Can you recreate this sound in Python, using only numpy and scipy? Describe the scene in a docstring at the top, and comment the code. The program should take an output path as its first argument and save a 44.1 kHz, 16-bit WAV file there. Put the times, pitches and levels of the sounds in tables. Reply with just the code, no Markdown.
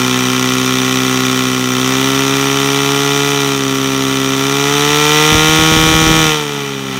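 """A petrol fire pump with four cylinders runs hard in the open, pulls up to full load, then is throttled back.
Two exhaust puffs a turn make the drone, built from sine waves locked to the crankshaft.
Every firing knocks and rasps through the resonances of engine and frame, and valves tick between.
At full load gusts of air buffet the microphone; steady air noise from the silencer lies under it all."""
import sys
import numpy as np
from scipy import signal
from scipy.fft import rfft, irfft
from scipy.io import wavfile
from scipy.ndimage import uniform_filter1d

SR = 44100
rng = np.random.default_rng(int(sys.argv[2]) if len(sys.argv) > 2 else 0)


def log_audio(samples):
    """Write samples as a 16-bit WAV file to the path given in sys.argv[1]."""
    # one column per channel
    frames = np.atleast_2d(samples).T
    # limit to full scale, then quantise
    limited = np.clip(frames, -1, 1)
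    pcm = np.round(limited * 32767).astype(np.int16)
    wavfile.write(sys.argv[1], SR, pcm)


N = 308259
TIME = np.arange(N) / SR  # seconds

# how fast the crankshaft spins: t/s, turns a second f/Hz
CRANK_SPEED = [(0.0, 63.06), (0.93, 64.54), (1.42, 64.26), (1.75, 63.45), (2.1, 67.4), (2.41, 68.47),
               (3.15, 70.2), (3.31, 70.56), (3.7, 67.3), (4.34, 67.17), (4.96, 73.98), (5.3, 76.9),
               (5.61, 79.04), (6.19, 79.72), (6.33, 76.4), (6.5, 71.9), (6.76, 68.3), (6.99, 65.3)]
# how hard the charges burn: t/s, effort level/dB
BURN_EFFORT = [(0.05, -17.5), (0.22, -18), (1.34, -18), (1.65, -20.5), (1.87, -17.5), (3.16, -17),
               (3.47, -18), (3.59, -21), (4.36, -19.5), (5.21, -11.5), (6.29, -13), (6.45, -23.5),
               (6.62, -23.5), (6.83, -27.5), (6.97, -23.5), (6.99, -24)]
# strong exhaust orders: multiple of crank speed, change with the throttle closed level/dB
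STRONG_ORDERS = [(2, -3), (4, -7), (6, -4)]
# weaker exhaust orders: multiple of crank speed, then level/dB against order 4
# at light load, at full load, with the throttle closed
WEAK_ORDERS = [(1, -31.5, -17, -20), (3, -12, -19.5, -1.5), (5, -20.5, -16, -13), (7, -14.5, -39, -14),
               (8, -16.5, -19.5, -16), (10, -27, -13.5, -27), (12, -25.5, -36, -12), (13, -16, -31, -17),
               (14, -12.5, -22, -25), (17, -18, -11, -22)]
# resonances of the silencer, which the strong exhaust orders slide through: f/Hz, level/dB
SILENCER_RESONANCES = [(128, -5.5), (140, -4.5), (151, -5), (160, 0), (256, 1.15), (269, 1.06), (280, -2.5),
                       (305, -4.5), (319, 0.5), (382, -5.5), (403, -3), (420, -1), (457, -1), (478, -5.5)]
# cylinders in firing order: lateness at light load t/ms, blow at light load level/dB, at full load level/dB
CYLINDER_BLOWS = [(0.0044, 5.5, 5), (0.11, -0.5, -1), (0.065, 7.5, 3.5), (0.15, -5, -0.5)]
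# resonances of engine block, silencer shell and frame: f/Hz, width f/Hz, level/dB
BLOCK_RESONANCES = [(682, 164, -3.5), (890, 66, -2), (1151, 150, -4), (1323, 73, -2.5), (1372, 114, -3.5),
                    (1765, 95, -5.5), (1973, 68, 0.5), (2388, 137, -0.9), (2647, 42, -2.5),
                    (3025, 160, -3.5), (3176, 230, -4.5), (3553, 170, -3), (3920, 61, -6),
                    (4540, 83, -12.5), (5093, 54, -11), (5580, 250, -10), (5935, 185, -5.5),
                    (6650, 210, -11), (7730, 100, -17), (8490, 136, -16), (9210, 240, -19),
                    (12130, 500, -22), (14600, 1100, -23.5)]
# spectrum of the air noise from the silencer: f/Hz, level/dB
AIR_SPECTRUM = [(20, -17), (50, -16), (110, -2.5), (250, 3), (420, 1), (560, -2), (900, -15), (2000, -34),
                (8000, -60)]
# pulses of air that thump the microphone, often one engine cycle apart: t/s, peak level/dB
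AIR_THUMPS = [(4.903, -18), (5.323, -2), (5.347, -0.5), (5.373, -10), (5.489, -6.5), (5.590, -4.5),
              (5.615, -8), (5.681, -16), (5.718, -2.5), (5.768, -2), (5.792, -8), (5.831, -8), (5.869, -6),
              (5.894, -9), (5.918, -8), (5.942, -2), (6.020, -4), (6.069, -2), (6.094, -3), (6.110, -6),
              (6.171, -10), (6.203, -9), (6.26, -11)]
# spectrum of the turbulence around the thumps: f/Hz, level/dB
TURBULENCE_SPECTRUM = [(15, -36), (28, -10), (42, 0), (70, -8), (120, -7), (220, -7), (350, -20),
                       (600, -13), (1500, -61), (5000, -80)]

CRUISE_DB = -18  # burn effort at cruise
# the pump's load grows with the square of its speed, from none to full
NO_LOAD_HZ, FULL_LOAD_HZ = 58.6, 81.2
# the throttle is shut at this moment and the manifold empties
SHUT_S, EMPTYING_S = 6.23, 0.22
# each layer: level at cruising effort in dB, and dB gained per dB of effort
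PIPE_DB, PIPE_RISE = -18.5, 0.41  # before the silencer's resonances
KNOCK_DB, KNOCK_RISE = -18, 0.94
CLATTER_DB, CLATTER_RISE = -21.5, 0.76
AIR_DB, AIR_RISE = -33.5, 0.18
CLATTER_SHUT_DB = -4  # change with the throttle closed
# turbulence around each thump: level against the thump, smoothing of its rise, dying away
SWIRL_DB, SWIRL_SMOOTHING_S, SWIRL_DECAY_S = -20, 0.02, 0.048
TOP_HZ = 15700  # no treble gets through above this


def exhaust(turns, crank_hz, effort_db, load, overrun):
    """Rounded puffs, two a turn, a quarter turn after each knock; an order swells as it meets a resonance."""
    pipe_db = PIPE_DB + PIPE_RISE * effort_db
    order_db = []
    for k, closed_db in STRONG_ORDERS:
        resonance_db = np.interp(round(k) * crank_hz, *np.transpose(SILENCER_RESONANCES))
        order_db.append(pipe_db + resonance_db + closed_db * overrun)

    # the puffs come slightly unevenly
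    angle = 2 * np.pi * (turns - 0.24 + 0.00035 * walk(50))
    drone = 0
    for (k, _), db in zip(STRONG_ORDERS, order_db):
        drone = drone + undb(db + 0.06 * walk(30)) * np.cos(round(k) * angle)

    order_4_db = order_db[1]
    for k, light_db, full_db, closed_db in WEAK_ORDERS:
        open_db = light_db + (full_db - light_db) * load
        db = open_db * (1 - overrun) + closed_db * overrun
        drone = drone + undb(order_4_db + db + 0.68 * walk(14)) * np.cos(round(k) * angle)
    return np.sqrt(2) * drone  # each sine's level counts as rms


def firings(turns, load):
    """Times and strengths of the firings; under load the cylinders hit more alike and more punctually."""
    count = np.arange(int(2 * turns[-1]))  # two firings a turn
    times = np.interp(count / 2, turns, TIME)
    pull = np.interp(times, TIME, load)
    late_ms, light_db, full_db = np.array(CYLINDER_BLOWS)[count % len(CYLINDER_BLOWS)].T
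    late_chance, blow_chance = rng.standard_normal((len(count), 2)).T
    times = times + (late_ms + 0.065 * late_chance) * (1 - 0.83 * pull) / 1000
    blow_db = light_db + (full_db - light_db) * pull + 0.39 * blow_chance
    return times, undb(blow_db)


def knock(blows, load, overrun):
    """Each firing rings the block and lets out a rasp of gas; pump and fan whirr on when the throttle shuts."""
    # the low thud is spread longer than the higher crack
    thud = steady(band(ring(scatter(blows, decay_s=0.0043)), 738, 1570))
    crack = steady(band(ring(scatter(blows, decay_s=0.0022)), 1503, 3970))
    gas = fade(blows, decay_s=0.0042) * rng.standard_normal(N)
    rasp = steady(band(ring(gas), 1250, 4000, order=2))
    whirr = steady(band(ring(rng.standard_normal(N)), 730, 4200))

    # only the balance between the parts matters: the mix is levelled at the end
    mix = undb(-2.5 - 1.4 * load) * thud
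    mix = mix + undb(-5 + 4.75 * load) * crack
    mix = mix + undb(-1 - 10 * load) * rasp
    mix = mix + undb(-5.5 - 7 * load + 9 * overrun) * whirr
    return steady(mix)


def clatter(times, sizes, turns, load, overrun):
    """The bright, uneven side of each blow, with valves ticking late in every turn."""
    uneven_sizes = sizes ** 0.97 * undb(1.2 * rng.standard_normal(len(times)))
    bursts = fade(clicks(times, uneven_sizes), decay_s=0.0037)
    constant_hiss = undb(-10 + 9.5 * load + 13.5 * overrun)  # fills the gaps between bursts
    grit = steady(band(ring((bursts + constant_hiss) * rng.standard_normal(N)), 3930, 18400))

    ping = steady(band(ring(scatter(clicks(times, sizes), decay_s=0.0021)), 4500, 17700))

    valve_times = np.interp(np.arange(int(turns[-1])) + 0.68, turns, TIME)
    taps = clicks(valve_times, undb(5.5 * rng.standard_normal(len(valve_times))))
    valves = steady(band(fade(taps, decay_s=0.0029) * rng.standard_normal(N), 5800, 18000, order=2))
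    return steady(grit + undb(-9 + 10 * load) * ping + undb(-16.5) * valves)


def pump_load(crank_hz):
    """Load 0-1: the water resists with the square of the speed."""
    return np.clip((crank_hz ** 2 - NO_LOAD_HZ ** 2) / (FULL_LOAD_HZ ** 2 - NO_LOAD_HZ ** 2), 0, 1)


def throttle_closed():
    """Overrun 0-1: the engine starves once the throttle is shut."""
    return 1 - np.exp(-np.maximum(TIME - SHUT_S, 0) / EMPTYING_S)


def buffets():
    """Each pulse of air is a quick push and a slow suck on the microphone, with low turbulence around it."""
    times, peak_db = np.transpose(AIR_THUMPS)
    pulses = clicks(times, undb(peak_db))
    push = band(signal.unit_impulse(4096), 40, 230, order=1)
    push = signal.sosfilt(signal.butter(2, 480, fs=SR, output="sos"), push)
    thumps = signal.fftconvolve(pulses, push / push.max())[:N]
    swirl = uniform_filter1d(fade(pulses, decay_s=SWIRL_DECAY_S), int(SWIRL_SMOOTHING_S * SR))
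    turbulence = steady(noise(TURBULENCE_SPECTRUM), size=2500)
    return thumps + undb(SWIRL_DB) * swirl * turbulence


def silencer_air(effort_db):
    """Rushing air is noise with a fixed spectrum, slightly louder when the engine works harder."""
    return undb(AIR_DB + AIR_RISE * effort_db) * noise(AIR_SPECTRUM)


def ring(x, size=4096):
    """Pass a force through the resonances of the block, which answer at once and then die away."""
    f = np.fft.rfftfreq(size, 1 / SR) + 1  # +1 avoids dividing by zero
    power = 0
    for hz, width, db in BLOCK_RESONANCES:
        power = power + undb(2 * db) / (1 + ((f * f - hz * hz) / (f * width)) ** 2)
    # keeping half the cepstrum puts the energy as early as possible (minimum phase)
    cepstrum = irfft(np.log(power))[:size // 2]
    cepstrum[0] /= 2
    response = irfft(np.exp(rfft(cepstrum, size)))
    return signal.fftconvolve(x, response)[:N]


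def scatter(x, decay_s, size=1024):
    """Many short paths through the metal spread each blow in time without colouring it."""
    paths = rfft(rng.standard_normal(size) * np.exp(-np.arange(size) / (decay_s * SR)))
    lead = size // 8  # room for the part that falls before the blow
    spread = np.roll(irfft(paths / abs(paths)), lead)  # all pitches equally strong
    return signal.fftconvolve(x, spread)[lead:lead + N]


def clicks(times, sizes):
    """One click at each time, shared between two samples."""
    at = np.clip(times * SR, 0, N - 2)
    i = at.astype(int)
    return np.bincount(i, sizes * (1 - at + i), N) + np.bincount(i + 1, sizes * (at - i), N)


def fade(x, decay_s):
    """Give every click an exponential tail."""
    return signal.lfilter([1], [1, -np.exp(-1 / (decay_s * SR))], x)


def noise(spectrum):
    """Noise with an rms of 1, shaped by a spectrum of (Hz, dB) points."""
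    hz, db = np.transpose(spectrum)
    f = np.fft.rfftfreq(N, 1 / SR) + 1
    gain = undb(np.interp(np.log(f), np.log(hz), db))
    x = irfft(rfft(rng.standard_normal(N)) * gain, N)
    return x / x.std()


def band(x, lo_hz, hi_hz, order=4):
    """Keep only the pitches between two limits; a higher order cuts more steeply."""
    limits = [lo_hz, min(hi_hz, SR / 2 - 1)]
    return signal.sosfilt(signal.butter(order, limits, "band", fs=SR, output="sos"), x)


def steady(x, size=4000):
    """Hold the running rms near 1, averaged over about this many samples."""
    power = uniform_filter1d(uniform_filter1d(x ** 2, size), size)
    return x / np.sqrt(power + 1e-12)


def walk(rate_hz):
    """Random wander: straight lines between random points, this many a second."""
    return np.interp(TIME * rate_hz, np.arange(4096), rng.standard_normal(4096))


def curves(table):
    """The columns of a timed table, one value a sample."""
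    times, *columns = np.transpose(table)
    return [np.interp(TIME, times, column) for column in columns]


def undb(db):
    """Decibels to gain."""
    return 10 ** (np.asarray(db) / 20)


def scene():
    """Crank speed and effort drive every part of the engine; air noise and buffets are added."""
    crank_hz = curves(CRANK_SPEED)[0]
    effort_db = curves(BURN_EFFORT)[0] - CRUISE_DB  # 0 dB at cruise
    load, overrun = pump_load(crank_hz), throttle_closed()
    turns = np.cumsum(crank_hz) / SR
    times, sizes = firings(turns, load)
    knock_db = KNOCK_DB + KNOCK_RISE * effort_db
    clatter_db = CLATTER_DB + CLATTER_RISE * effort_db + CLATTER_SHUT_DB * overrun
    engine = exhaust(turns, crank_hz, effort_db, load, overrun)
    engine = engine + undb(knock_db) * knock(clicks(times, sizes), load, overrun)
    engine = engine + undb(clatter_db) * clatter(times, sizes, turns, load, overrun)
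    return (engine + silencer_air(effort_db) + buffets())[None]


def record(dry):
    """The phone drops the deepest bass, rounds peaks near full scale and cuts the top."""
    no_deep_bass = signal.sosfilt(signal.butter(4, 30, "high", fs=SR, output="sos"), dry)
    rounded = no_deep_bass / (1 + (no_deep_bass / 0.93) ** 8) ** (1 / 8)
    return signal.sosfilt(signal.ellip(10, 0.1, 80, TOP_HZ, fs=SR, output="sos"), rounded)


dry = scene()
out = record(dry)
log_audio(out)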